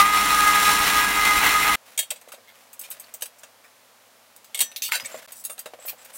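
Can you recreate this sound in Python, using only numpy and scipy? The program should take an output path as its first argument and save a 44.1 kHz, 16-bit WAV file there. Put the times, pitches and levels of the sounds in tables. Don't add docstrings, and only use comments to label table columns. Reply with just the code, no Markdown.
import sys
import numpy as np
from scipy import signal
from scipy.fft import rfft, irfft
from scipy.io import wavfile
from scipy.ndimage import uniform_filter1d, map_coordinates

SR = 44100
rng = np.random.default_rng(int(sys.argv[2]) if len(sys.argv) > 2 else 0)


def master_out(mix):
    frames = np.transpose(np.atleast_2d(mix))
    ceiling = np.clip(frames, -1, 1)
    pcm = np.round(ceiling * 32767).astype(np.int16)
    wavfile.write(sys.argv[1], SR, pcm)


N = 272097
TIME = np.arange(N) / SR
AGE = TIME[:SR // 2]
SAW_STOP_S = 1.758

# t/s, load/dB
LOAD = [(0, -18.5), (0.035, -29.5), (0.11, -29.5), (0.17, -25), (0.34, -25.5), (0.48, -24), (0.56, -26.5),
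        (0.64, -21), (0.85, -25.5), (0.98, -25.5), (1.1, -28.5), (1.33, -25), (1.75, -27)]
# f/Hz, relative level per Hz/dB
RUB_COLOUR = [(80, -30), (230, -10), (400, -16.5), (560, 2.5), (800, -6), (2200, -3.5), (4500, -10.5),
              (15500, -13.5)]


def amp(db):
    return 10 ** (np.asarray(db) / 20)


def unit(x):
    return x / np.sqrt(np.mean(x ** 2))


def sine(phase):
    return np.sqrt(2) * np.sin(phase)


def curve(table):
    times, values = np.transpose(table)
    return np.interp(TIME, times, values)


def wander(rate):
    spectrum = rfft(rng.standard_normal(N))
    hz = np.arange(len(spectrum)) * SR / N
    return unit(irfft(spectrum * np.exp(-(hz / rate) ** 2), N))


def colour(x, points, tilt_db=0, patchy_db=0, patch_hz=260, size=2048):
    hz, db = np.transpose(points)
    bins = np.fft.rfftfreq(size, 1 / SR)
    octave = np.log2(np.maximum(bins, 20))
    patches = np.interp(bins, patch_hz * np.arange(len(bins)), rng.standard_normal(len(bins)))
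    shape_db = np.interp(octave, np.log2(hz), db)
    tilted_db = tilt_db * np.maximum(octave, np.log2(500))
    gain = amp(shape_db + tilted_db + patchy_db * patches)
    cepstrum = irfft(np.log(gain))
    cepstrum[1:size // 2] *= 2
    cepstrum[size // 2 + 1:] = 0
    response = irfft(np.exp(rfft(cepstrum)))
    return signal.fftconvolve(x, response / np.linalg.norm(response))[:len(x)]


def resonate(x, hz, width):
    return unit(signal.lfilter(*signal.iirpeak(hz, hz / width, SR), x))


def add(track, s, sound):
    start = int(s * SR)
    track[start:start + len(sound)] += sound[:N - start]


def swell(rise, t60, length=0):
    build = np.minimum(AGE / max(rise, 1 / SR), 1)
    fading_time = np.maximum(AGE - max(rise, length), 0)
    return build * np.exp(-np.log(1000) * fading_time / t60)


def grit(rough_db):
    sizes = np.repeat(amp(rough_db * rng.standard_normal(len(AGE))), 32)[:len(AGE)]
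    return unit(sizes * rng.standard_normal(len(AGE)))


def ring(modes, rise, tilt_db=0, longest=np.inf, scatter_db=2.5):
    mode_hz, mode_db, mode_t60 = np.transpose(modes)
    gains = amp(mode_db + tilt_db * np.log2(mode_hz) + scatter_db * rng.standard_normal(len(mode_hz)))
    gains *= np.sqrt(2) / np.linalg.norm(gains)
    total = np.zeros(len(AGE))
    for gain, hz, t60 in zip(gains, mode_hz, mode_t60):
        tone = np.sin(2 * np.pi * (hz * AGE + rng.random()))
        total += gain * swell(rise, min(t60, longest)) * tone
    return total


def blow(clash, modes, rise, tilt_db, clash_t60, clash_db, ring_db, longest):
    contact = grit(rough_db=1.0) * swell(rise, clash_t60)
    crash = colour(contact, clash, tilt_db, patchy_db=4.5, patch_hz=210)
    return amp(clash_db) * crash + amp(ring_db) * ring(modes, rise, tilt_db, longest)


def room_tone():
    # f/Hz, relative level per Hz/dB
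    hiss_colour = [(50, -42), (105, -11), (150, -16), (235, -2), (330, -11.5), (550, 2), (4000, -8.5),
                   (15500, -13.5)]
    hiss = amp(-55) * colour(rng.standard_normal(N), hiss_colour)
    drone = amp(-77.5) * np.sin(2 * np.pi * 106 * TIME + wander(3.5))
    return hiss + drone


def walls(x, t60, wet_db):
    burst = rng.standard_normal(len(AGE)) * swell(rise=0.042, t60=t60)
    tail = colour(burst, [(500, 0), (4000, -6.0), (15000, -13)])
    return x + amp(wet_db) * signal.fftconvolve(x, tail / np.linalg.norm(tail))[:N]


def rubbing():
    # t/s, length/s, level/dB
    strokes = [(1.851, 0.079, -49.5), (2.54, 0.1, -55.5), (2.8, .28, -53), (4.967, 0.22, -44),
               (5.214, 0.095, -50.5), (5.8, 0.1, -48.5), (5.976, 0.24, -51.5)]
    pressure = np.zeros(N)
    for s, length, db in strokes:
        add(pressure, s, amp(db) * swell(rise=0.013, t60=0.29, length=length))
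    friction = rng.standard_normal(N) * amp(2.7 * wander(125))
    return pressure * unit(colour(friction, RUB_COLOUR))


def bumps():
    # t/s, nominal level/dB
    pushes = [(2.116, -33), (2.275, -40), (2.336, -37.5), (2.381, -43), (3.141, -43), (3.225, -38),
              (4.955, -32), (5.143, -26.5), (5.496, -37), (5.659, -29), (5.735, -29), (5.788, -39.5),
              (5.85, -38), (5.93, -39)]
    # f/Hz, relative level/dB, t60/s
    bending = [(488, -4, 0.14), (546, 3, 0.066), (621, 3, 0.093), (700, 7, 0.018), (733, -16, 0.16),
               (1100, -5, 0.05)]
    # t/s, level/dB
    thuds = [(4.613, -53), (5.027, -53), (5.16, -57), (5.88, -58)]
    # f/Hz, relative level/dB, t60/s
    rocking = [(122, 2.5, 0.14), (248, 6, 0.18)]
    track = np.zeros(N)
    for s, db in pushes:
        push = rng.standard_normal(len(AGE)) * swell(rise=0.002, t60=0.072)
        pat = colour(push, RUB_COLOUR, tilt_db=-3.5)
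        add(track, s, amp(db) * (amp(-5.0) * ring(bending, rise=0.0021) + amp(-10.0) * pat))
    for s, db in thuds:
        add(track, s, amp(db) * ring(rocking, rise=0.0055))
    return track


def zings():
    # t/s, level/dB, length/s, resonance f/Hz
    thin_slides = [(3.034, -51, 0.013, 4350), (5.053, -28.5, 0.011, 7970), (5.111, -48, 0.071, 7360),
                   (5.45, -48, 0.0066, 4760), (5.795, -50.5, 0.087, 7900), (5.978, -56, 0.055, 7760)]
    track = np.zeros(N)
    for s, db, length, hz in thin_slides:
        tone = resonate(resonate(grit(rough_db=3.5), hz, 600), hz, 600)
        add(track, s, amp(db) * tone * swell(rise=0.0049, t60=0.039, length=length))
    return track


def scrapes():
    # t/s, level/dB, length/s, contact pitch f/Hz
    slides = [(2.472, -51, 0.028, 2000), (2.834, -40.5, 0.021, 2720), (3.381, -52, 0.023, 7000),
              (3.638, -51.5, 0.018, 1850), (4.761, -26, 0.0049, 2970), (4.82, -22.5, 0.013, 2970),
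              (4.828, -27.5, 0.05, 3100), (4.887, -35.5, 0.004, 1490), (4.914, -31, 0.0066, 2500),
              (4.9195, -20.5, 0.0017, 1860), (4.925, -24, 0.033, 1810), (4.952, -24.5, 0.003, 9100),
              (4.998, -32, 0.0018, 1650), (5.046, -37, 0.015, 2260), (5.322, -43, 0.087, 7600),
              (5.493, -36.5, 0.031, 9700), (5.852, -30.5, 0.046, 14000), (5.878, -33, 0.019, 2630),
              (6.126, -37.5, 0.065, 8550)]
    # multiple of the contact pitch, relative level per Hz/dB
    slip_colour = np.array([(.15, -27), (.55, -1.5), (.9, 11), (1.2, 8.5), (1.7, 3), (6, -2.5)])
    ease_s = 0.14
    even_hz, stiff_tilt_db = 2130, 4
    track = np.zeros(N)
    for s, db, length, hz in slides:
        rise = length ** 2 / ease_s
        tilt_db = stiff_tilt_db * np.tanh(2 * np.log2(hz / even_hz))
        slips = grit(rough_db=2.8) * swell(rise, t60=0.1, length=length)
        scrape = colour(slips, slip_colour * [hz, 1], tilt_db, patchy_db=6.5, patch_hz=152.0)
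        add(track, s, amp(db) * scrape)
    return track


def snaps():
    # t/s, peak level ahead of the high-pass/dB, f/Hz
    catches = [(4.364, -29, 10000), (4.762, -15, 4000), (4.8222, -12, 5500), (4.9208, -4.5, 2200),
               (4.9995, -19, 2400), (4.9566, -10, 10000), (5.0592, -18, 6000), (5.4512, -19, 9000),
               (5.5935, -25, 8000)]
    peak_cycles = 0.5
    track = np.zeros(N)
    for s, db, hz in catches:
        age = AGE * hz / peak_cycles
        swing = age * np.exp(1 - age) * np.cos(2 * np.pi * hz * AGE)
        high_pass = signal.butter(2, hz / 2, "high", fs=SR)
        add(track, s, amp(db) * signal.lfilter(*high_pass, swing))
    return track


def ticks():
    # t/s, nominal level/dB, brightness/dB per octave
    taps = [(2.213, -47, -3.5), (2.285, -44, -5.5), (2.319, -35.5, -3), (2.342, -44, -5), (2.73, -38, 2.5),
            (2.793, -29.5, 6), (2.812, -30.5, 4.5), (2.902, -26.5, 14), (2.912, -30, -1), (2.998, -34, 3.5),
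            (3.139, -31, 2), (3.209, -38, 0), (3.221, -23.5, -0.5), (3.256, -34.5, -1), (3.433, -39.5, -5),
            (4.362, -44, 0.5), (4.444, -44.5, -2), (5.320, -32, 2.5), (5.439, -32, 3), (5.4498, -23.5, 2.5),
            (5.497, -37, -6), (5.579, -40.5, -5.5), (5.591, -28, 2), (5.658, -35.5, -6), (6.048, -41.5, 2)]
    # f/Hz, relative level per Hz/dB
    tap_colour = [(90, -42), (350, -22), (600, -9), (3800, -2.5), (5400, -5.5), (8500, 1.5), (15500, 1)]
    # f/Hz, relative level/dB, t60/s
    bracket = [(2740, 6.5, 0.12), (3770, 3.5, 0.17), (4760, 4, 0.16), (6500, 12.5, 0.096),
               (7940, 15.5, 0.096), (8270, 18, 0.082), (9340, 12, 0.066), (12200, 15, 0.07),
               (13900, 10, 0.054)]
    track = np.zeros(N)
    for s, db, tilt_db in taps:
        tap = blow(tap_colour, bracket, rise=0.0007, tilt_db=tilt_db,
                   clash_t60=0.091, clash_db=0.5, ring_db=-7, longest=0.23)
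        add(track, s, amp(db) * tap)
    return track


def knocks():
    # t/s, nominal level/dB, longest t60 that the grip allows/s, f that the struck spot favours/Hz
    bar_blows = [(1.976, -21, 0.091, 6780), (1.989, -16.5, 0.13, 3246), (2.026, -34.5, 0.13, 8400),
                 (2.104, -22.5, 0.066, 7950), (2.159, -44, 0.091, 8060), (4.545, -25, 0.1, 2180),
                 (4.573, -32, 0.2, 8355), (4.590, -22, 0.064, 2180), (4.604, -15, 0.064, 9590),
                 (4.61, -15, 0.9, 4441), (4.622, -28, 0.13, 8400), (4.715, -41.5, 0.02, 7730)]
    # f/Hz, relative level/dB, t60/s
    bar = [(1809, -19, 0.7), (2180, -2, 0.09), (2830, -1, 0.08), (3246, 1, 0.14), (3758, -2, 0.13),
           (4441, -5, 0.13), (5954, -7, 0.35), (6783, -2, 0.11), (7265, -4, 0.16), (7730, -3, 0.18),
           (8060, 3, 0.09), (8355, 3.5, 0.11), (9017, 2, 0.1), (9590, 1, 0.085), (10650, -3, 0.1),
           (11810, -2, 0.11)]
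    # f/Hz, relative level per Hz/dB
    clash = [(200, -45), (520, -0.5), (1400, -7.5), (2200, 2.5), (3400, 3.5), (5200, -4), (8400, -3),
             (15500, -4)]
    full_db, dulling = -34, 0.14
    spot_gain_db, spot_octaves = 7, 0.06
    track = np.zeros(N)
    for s, db, longest, spot_hz in bar_blows:
        tilt_db = dulling * (db - full_db)
        modes = []
        for hz, mode_db, t60 in bar:
            closeness = np.exp(-(np.log2(hz / spot_hz) / spot_octaves) ** 2)
            modes.append((hz, mode_db + spot_gain_db * closeness, t60))
        knock = blow(clash, modes, rise=0.0019, tilt_db=tilt_db,
                     clash_t60=0.095, clash_db=-1.5, ring_db=-1.0, longest=longest)
        add(track, s, amp(db) * knock)
    return track


def hum_and_sidebands():
    # f/Hz, usual level/dB
    tones = [(51, -46), (200, -47), (274, -55), (301, -46), (467, -54.5), (995, -39.5), (1292, -42.5)]
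    total = np.zeros(N)
    for hz, db in tones:
        total += amp(db + 3.9 * wander(33)) * sine(2 * np.pi * hz * TIME + 0.31 * wander(19))
    return total


def work_and_blade_ring(force, chip_db):
    # f/Hz, width/Hz, level against the chips/dB
    resonances = [(1220, 18, -12), (3350, 160, -12), (3930, 80, -14), (5450, 220, -11), (6650, 170, -16),
                  (7456, 140, -11), (9150, 220, -13.5), (10987, 160, -14)]
    total = np.zeros(N)
    for hz, width, db in resonances:
        total += amp(db + chip_db) * resonate(force * rng.standard_normal(N), hz, width)
    return total


def blade_whine():
    return amp(-42.5 + 1.82 * wander(20)) * sine(2 * np.pi * 9180 * TIME + 0.4 * wander(9))


def tooth_strokes(teeth, sharpness, uneven_db, scatter_db, count=50):
    index = teeth.astype(int)
    tooth_db = uneven_db * rng.standard_normal(count)[index % count]
    stroke_db = scatter_db * rng.standard_normal(N)[index]
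    return unit(amp(tooth_db + stroke_db) * np.exp(-sharpness * (teeth % 1)))


def cutting_noise(teeth, turn_db, group_db, count=50, order=5):
    def repeating(period):
        pattern = rng.standard_normal(int(period * N / teeth[-1]))
        pattern = pattern - uniform_filter1d(pattern, size=100, mode="wrap")
        return unit(map_coordinates(pattern, [teeth / period % 1 * len(pattern)], mode="wrap"))
    fresh = rng.standard_normal(N)
    return unit(fresh + amp(turn_db) * repeating(count) + amp(group_db) * repeating(order))


def chip_hiss(force, teeth, chip_db):
    # f/Hz, relative level per Hz/dB
    chip_colour = [(2000, -1.5), (4200, 8), (4950, 0), (6000, 4.5), (7000, -2), (9900, 2.5), (10400, -5),
                   (11700, 2), (14200, -11), (15700, -2)]
    tearing = force * cutting_noise(teeth, turn_db=-4, group_db=-6.5)
    return colour(tearing, chip_colour) * amp(chip_db)


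def work_chatter(force, teeth, load_db):
    # f/Hz, relative level per Hz/dB
    chatter_colour = [(35, -28), (55, -14), (90, -4), (280, -5), (370, -13.5), (600, -12), (850, 3.5),
                      (2100, 5.5), (2700, 1.5), (3900, -12), (5000, -18), (15000, -11)]
    # t/s, extra chatter/dB
    shudders = [(1.445, 8), (1.67, 4)]
    level_db = -11.2 + 0.48 * load_db
    for s, db in shudders:
        level_db = level_db + db * np.exp(-((TIME - s) / 0.031) ** 2)
    shaking = force * cutting_noise(teeth, turn_db=0.5, group_db=-1.0)
    return colour(shaking, chatter_colour, patchy_db=2.6, patch_hz=20, size=8192) * amp(level_db)


def tooth_note(teeth, load_db, order=5):
    # multiple of the tooth rate, usual level/dB
    steady = [(1, -48), (6, -41.5), (7, -43), (8, -44), (9, -42)]
    # multiple of the tooth rate, usual level/dB, share of the singing's dB, share of the load's dB
    sung_partials = [(2, -33.5, 0.5, 0.7), (3, -23.5, 0.9, 0.4)]
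    # t/s, singing/dB
    singing = [(0.0, -14), (0.26, -22.5), (0.386, -18), (0.822, -23.5), (0.872, -37), (0.964, -20),
               (1.134, -31.5), (1.182, -20.5), (1.26, -27), (1.318, -18.5), (1.53, -34), (1.56, -14.5),
               (1.632, -30), (1.706, -14.5), (1.74, -29)]
    # t/s, level/dB
    fourth = [(0, -34), (0.34, -36), (0.4, -27), (0.756, -28), (0.856, -36), (1.07, -26.5), (1.134, -36),
              (1.29, -31.5), (1.74, -34)]
    # t/s, level ahead of a 2.5 dB lift/dB
    fifth = [(0.0, -22), (0.024, -34), (0.192, -28.5), (0.352, -40), (0.488, -29), (0.91, -42.5),
             (1.308, -24), (1.346, -33), (1.74, -30)]
    extra_singing_db = curve(singing) + 23
    extra_load_db = load_db + 25
    partials = list(steady)
    for multiple, db, sung, loaded in sung_partials:
        partials.append((multiple, db + sung * extra_singing_db + loaded * extra_load_db))
    partials += [(4, curve(fourth)), (5, 2.5 + curve(fifth))]
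    note = np.zeros(N)
    for multiple, db in partials:
        phase = 2 * np.pi * (round(multiple) * teeth + rng.random()) + 0.32 * wander(36)
        note += amp(db + 1.7 * wander(51)) * sine(phase)
    flutter = 1 + 0.18 * np.sin(2 * np.pi * teeth / order)
    return flutter * note


def saw():
    usual_tooth_hz, start_sag_hz, settle_s = 413.7, 8, 0.1
    tooth_hz = usual_tooth_hz - start_sag_hz * np.maximum(1 - TIME / settle_s, 0)
    teeth = np.cumsum(tooth_hz * (1 + 0.002 * wander(12))) / SR
    load_db = curve(LOAD)
    chip_db = load_db - 1.5
    force = tooth_strokes(teeth, sharpness=0.1, uneven_db=0.64, scatter_db=1.44)
    bite = amp(1.0 * wander(18))
    cut = tooth_note(teeth, load_db) + work_chatter(force, teeth, load_db) + chip_hiss(force, teeth, chip_db)
    ringing = work_and_blade_ring(force, chip_db) + blade_whine()
    running = np.clip((SAW_STOP_S - TIME) / 0.0034, 0, 1)
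    return running * (bite * cut + ringing + hum_and_sidebands())


def scene():
    # from t/s, to t/s
    gap_start, gap_end = (5.263, 5.276)
    contacts = knocks() + ticks() + scrapes() + snaps() + zings() + bumps()
    assembly = walls(contacts, t60=0.14, wet_db=-26.5) + rubbing() + room_tone()
    gap = (TIME > gap_start) & (TIME < gap_end)
    mono = saw() + assembly * (TIME > SAW_STOP_S) * ~gap
    return np.array([mono, mono])


def record(dry):
    low_pass = signal.ellip(10, .2, 70, 15800, fs=SR, output="sos")
    return signal.sosfilt(low_pass, dry)


dry = scene()
out = record(dry)
master_out(out)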